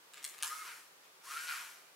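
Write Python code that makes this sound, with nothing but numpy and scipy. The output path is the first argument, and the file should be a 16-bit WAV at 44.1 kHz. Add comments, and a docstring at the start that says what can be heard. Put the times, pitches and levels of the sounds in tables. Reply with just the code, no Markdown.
"""A quiet living room: a small battery rotary tool is picked up a few metres from the microphone, slightly left.
Its plastic shell ticks and the switch snaps, as cracks of noise ringing the shell; the hand rustles in grainy noise.
The motor spins up and coasts down twice: tones for the commutator whine, pulsing noise for the brush hiss and
once-a-turn knocks for the shaft rattle. A hard surface returns a strong early echo, over a quiet room tone."""
import sys
import numpy as np
from scipy import signal
from scipy.fft import rfft, irfft
from scipy.io import wavfile
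from scipy.ndimage import uniform_filter1d

SR = 44100
rng = np.random.default_rng(int(sys.argv[2]) if len(sys.argv) > 2 else 0)


def gain_from_decibels(decibels):
    """Convert decibel values to linear amplitude factors."""
    exponent = np.asarray(decibels, float) / 20
    return 10 ** exponent


def transcribe(u):
    """Save the signal u as a 16-bit wav file named by the first command-line argument.

    u: samples, shape (n,) or (channels, n), limited to [-1, 1]; the rate is SR.
    q: integer samples, one column per channel.
    """
    v = np.clip(np.atleast_2d(u).T, -1, 1)
    q = np.round(v * 32767).astype(np.int16)
    wavfile.write(sys.argv[1], SR, q)


N = 85995  # length in samples


def unit(x):
    """Scale to rms 1."""
    return x / np.sqrt(np.mean(x ** 2))


def shaped(x, points):
    """Filter by (Hz, dB) points joined on a log frequency axis."""
    hz, db = np.array(points, float).T
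    f = np.arange(len(x) // 2 + 1) * SR / len(x) + 1
    gain = gain_from_decibels(np.interp(np.log(f), np.log(hz), db))
    return irfft(rfft(x) * gain, len(x))


def resonate(x, peaks):
    """Parallel band-pass resonances (Hz, width Hz, dB) of alternating sign."""
    out = 0
    for k, (hz, width, db) in enumerate(peaks):
        ring = signal.lfilter(*signal.iirpeak(hz, hz / width, SR), x)
        out = out + (-1) ** k * gain_from_decibels(db) * ring
    return out


def walk(rate):
    """Smooth random wander of rms 1, averaged twice over 1 / rate seconds."""
    k = int(SR / rate)
    once = uniform_filter1d(rng.standard_normal(N), k)
    return unit(uniform_filter1d(once, k))


# The two motor runs, as heard at the tool before the room. Each row: time in seconds, whine pitch in Hz,
# whine level in dB, brush hiss level in dB, shaft rattle level in dB.
MOTOR_RUNS = [
    [(.43, 853.5, -53, -41, -66), (.468, 1060, -56, -51, -64), (.5, 1209, -52, -49.5, -57),
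     (.53, 1270, -40, -49.5, -73), (.562, 1285, -62, -53, -62), (.58, 1303, -46, -50.5, -74),
     (.615, 1275, -45, -54, -68), (.635, 1130, -68, -55, -59), (.655, 1000, -53.5, -52, -51),
     (.69, 940, -68, -55.5, -50), (.776, 873, -80, -58.5, -64), (.85, 798.3, -84, -67, -74.5),
     (.95, 701, -97, -90, -81)],
    [(1.21, 802.4, -82, -90, -64), (1.24, 928.4, -73, -55.5, -72), (1.262, 1030, -52, -54.5, -65),
     (1.31, 1262, -49.5, -48, -51.5), (1.35, 1350, -46.5, -50, -55.5), (1.385, 1427, -42.5, -51, -46.5),
     (1.43, 1462, -45, -49, -59), (1.458, 1460, -70, -50, -55), (1.486, 1443, -37, -49, -42),
     (1.525, 1295, -47, -47, -49), (1.555, 1130, -50, -49, -47), (1.585, 1011, -59, -50.5, -49.5),
     (1.65, 900, -66, -54, -56.5), (1.74, 745.4, -89, -60.5, -64), (1.81, 648.4, -83, -69, -67),
     (1.9, 552.3, -84, -79, -71)],
]
# Broad colour of the brush hiss. Each row: frequency in Hz, relative level in dB per Hz.
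BRUSH_HISS_COLOUR = [(300, -43.5), (600, -35.5), (1200, -12.5), (1800, -16.5), (3900, -19.5), (7000, -17),
                     (11000, -18.5), (13000, -25), (15700, -29.5)]
# Resonances on top of the hiss. Each row: centre in Hz, width in Hz, relative level in dB.
BRUSH_HISS_PEAKS = [(4160, 190, -11), (5830, 670, 4), (8680, 400, -19), (11330, 300, 1.5)]
# Housing resonances that the knocks ring. Each row: centre in Hz, width in Hz, relative level in dB.
HOUSING_RESONANCES = [(1166, 340, -11.5), (1426, 74, 5.5), (1617, 98, 2.5), (1960, 560, -2),
                      (2435, 340, 1.5), (2940, 480, -4), (4580, 1150, -8), (9000, 8000, -22.5)]
# Weaker tones on the shaft. Each entry: multiple of the shaft rate.
SHAFT_MULTIPLES = (6, 8, 10, 12, 15, 18)
# Their strengths in the same order. Each entry: mean level against the whine in dB.
SHAFT_MULTIPLES_DB = [-31, -32, -11, -23.5, -11, -27.5]


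def motor(t):
    """Whine on the commutator rate, hiss pulsing each turn, and a knock per turn that rings the housing."""
    rows = np.concatenate([np.array(run, float) for run in MOTOR_RUNS])
    running = sum((t >= run[0][0]) & (t <= run[-1][0]) for run in MOTOR_RUNS)
    hz, whine_db, hiss_db, rattle_db = (np.interp(t, rows[:, 0], rows[:, k]) for k in range(1, 5))
    cycles = np.cumsum(hz) / SR
    turn = cycles / 9  # nine whine cycles per shaft turn

    flutter_db, blur_hz, blur_db = 1.5, 60, -10
    blur = walk(blur_hz) + 1j * walk(blur_hz)
    wavering = gain_from_decibels(flutter_db * walk(25)) + gain_from_decibels(blur_db) * blur
    whine = np.real(np.exp(2j * np.pi * cycles) * wavering)
    shaft_tones = 0
    for k, db in zip(SHAFT_MULTIPLES, SHAFT_MULTIPLES_DB):
        shaft_tones = shaft_tones + gain_from_decibels(db + 2.9 * walk(19)) * np.sin(2 * np.pi * k * turn)

    noise = rng.standard_normal(N)
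    hiss = unit(shaped(noise, BRUSH_HISS_COLOUR)) + 2 * resonate(noise, BRUSH_HISS_PEAKS)
    hiss = hiss * (1 + 0.16 * np.cos(2 * np.pi * turn))

    knock_scatter_db, grit_db = 2.5, -4
    new_turn = np.diff(np.floor(turn), prepend=0) > 0
    knocks = new_turn * gain_from_decibels(knock_scatter_db * rng.standard_normal(N))
    gritty_knocks = unit(knocks) + gain_from_decibels(grit_db) * rng.standard_normal(N)
    rattle = unit(resonate(gritty_knocks, HOUSING_RESONANCES))

    mix = gain_from_decibels(whine_db) * (whine + shaft_tones) + gain_from_decibels(hiss_db) * hiss + gain_from_decibels(rattle_db) * rattle
    return mix * uniform_filter1d(running * 1., size=400)  # soft edges


# Ticks of shell and switch at the tool. Each row: start in seconds, relative level in dB,
# favoured region in Hz, crack time scale in ms.
SHELL_TICKS = [(0.136, -36, 3080, 0.71), (0.1724, -35.5, 2400, 0.52), (0.2272, -45, 8000, 1.5),
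               (.242, -29, 5200, 1.84), (0.289, -43, 9000, 1.9), (0.3387, -40, 1960, 1),
               (.381, -39, 2900, 1), (0.4054, -36, 1390, 0.61), (0.4252, -19.5, 3940, 0.95),
               (0.47, -34.5, 7000, 1.46)]
# Broad resonances of the plastic shell. Each row: centre in Hz, width in Hz, relative level in dB.
SHELL_RESONANCES = [(900, 580, -5.5), (1202, 160, 1), (1730, 170, -0.5), (2253, 610, -1.5),
                    (2675, 720, 1.5), (3587, 440, 0.5), (4370, 520, 1.5), (5560, 1200, 0.5),
                    (7090, 2200, 6.5), (8300, 2100, 6), (10460, 5400, 4.5), (14500, 8400, -18)]


def ticks():
    """Each tick is a short crack of noise shared out over the broad resonances of the shell."""
    size = 2000  # samples per tick
    all_ticks_db, scatter_db, favour_db_per_oct2 = -11, 1, 2.5
    out, tau = np.zeros(N + size), np.arange(size) / SR
    draws = rng.standard_normal((len(SHELL_TICKS), size + len(SHELL_RESONANCES)))
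    for (start, tick_db, favoured_hz, ms), chance in zip(SHELL_TICKS, draws):
        x = tau * 1000 / ms
        crack = chance[:size] * x * np.exp(-2 * x)
        first = int(start * SR)
        for (hz, width, db), scatter in zip(SHELL_RESONANCES, chance[size:]):
            octaves = np.log2(hz / favoured_hz)
            ring_db = db + scatter_db * scatter - favour_db_per_oct2 * octaves ** 2
            ring = resonate(resonate(crack, [(hz, width, 0)]), [(hz, 2 * width, 0)])
            ring = unit(ring) * np.sqrt(ms * SR / 1000 / size)  # longer cracks carry more energy
            out[first:first + size] += gain_from_decibels(tick_db + all_ticks_db + ring_db) * ring
    return out[:N]


# Fingers and cloth rustling on the shell, before the room. Each row: time in seconds, level in dB.
HAND_RUSTLE = [(.12, -103), (.145, -59), (.23, -60.5), (.27, -63), (.36, -62.5), (.42, -59), (.45, -76),
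               (.98, -83), (1.05, -63.5), (1.13, -91)]


def rustle(t):
    """Grainy friction noise in one broad band while the hand shifts."""
    grains = rng.standard_normal(N) * gain_from_decibels(2.5 * walk(300))
    friction = unit(resonate(grains, [(2380, 2200, 0)]))
    seconds, db = np.array(HAND_RUSTLE).T
    return gain_from_decibels(np.interp(t, seconds, db)) * friction


# Hard echoes after the first. Each row: delay in seconds, level against the direct sound in dB,
# lean to the right (1 is 2 dB up and 10 samples later on the right, the reverse on the left).
LATER_ECHOES = [(.0131, -10, -.5), (.0203, -6, .6), (.034, -10, -.4)]


def room(x):
    """Direct sound, a few hard echoes and a diffuse tail that differs left and right."""
    tail_db, t60_low_s, t60_high_s = 1.5, .36, .5
    bass_shared = .75  # share of the low tail's power common to both sides
    left_over_right_db = 1.5
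    echoes = [(.0065, 1.5, 0)] + LATER_ECHOES  # the first is stronger than the direct sound
    tau, out = np.arange(SR // 2) / SR, []
    common = rng.standard_normal(len(tau))
    for side in (-1, 1):  # left, right
        own = rng.standard_normal(len(tau))
        low = uniform_filter1d(np.sqrt(bass_shared) * common + np.sqrt(1 - bass_shared) * own, size=9)
        high = np.diff(rng.standard_normal(len(tau)), prepend=0)
        tail = low * gain_from_decibels(-60 * tau / t60_low_s) + 0.37 * high * gain_from_decibels(-60 * tau / t60_high_s)
        tail *= np.clip((tau - .008) / 0.0052, 0, 1)  # sets in after 8 ms
        response = gain_from_decibels(tail_db) * tail / np.sqrt(np.sum(tail ** 2))
        response[0] += 1
        for delay, db, lean in echoes:
            response[int(delay * SR + side * lean * 10)] += gain_from_decibels(db + side * lean * 2)
        heard = signal.fftconvolve(x, response)[:N]
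        out.append(gain_from_decibels(-side * left_over_right_db / 2) * heard)
    return .6 * np.array(out)


# Colour of the room tone at the microphone. Each row: frequency in Hz, relative level in dB per Hz.
AIR_COLOUR = [(20, -32), (40, -40), (60, -20), (110, -22), (150, -13.5), (210, -14), (400, -2.5),
              (650, -4.5), (1200, -3), (2240, -8), (4520, -10.5), (15600, -16.5)]
# Stereo spread of the room tone. Each row: frequency in Hz, side minus mid in dB.
AIR_SPREAD = [(30, -19), (60, -23), (125, -14), (250, -10), (500, -5), (1000, -0.5), (2400, 2), (8000, 1.5),
              (15000, -1)]
# Faint wavering tones. Each row: frequency in Hz, mean level in dB.
HUM_TONES = [(165, -92), (150, -98)]


def air(t):
    """Quiet room tone and microphone hiss as shaped stereo noise, with a faint wavering hum."""
    mid, other = (gain_from_decibels(-64) * unit(shaped(rng.standard_normal(N), AIR_COLOUR)) for _ in range(2))
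    hum = sum(gain_from_decibels(db + 4 * walk(12)) * np.sin(2 * np.pi * hz * t) for hz, db in HUM_TONES)
    side = shaped(other, AIR_SPREAD)
    return mid + hum + side * np.array([[1], [-1]])


def scene():
    """Tool and hand in the room, over the room tone."""
    t = np.arange(N) / SR
    return room(motor(t) + ticks() + rustle(t)) + air(t)


def band_limit(x):
    """A steep low-pass at the top of the band."""
    return signal.sosfilt(signal.butter(12, 16820, fs=SR, output="sos"), x)


def record(dry):
    """A steep low-pass filter cuts the top of the sound above 15.75 kHz."""
    top = signal.ellip(10, .2, 70, 15750, fs=SR, output="sos")
    mix = signal.sosfilt(top, dry)
    return band_limit(mix)


dry = scene()
out = record(dry)
transcribe(out)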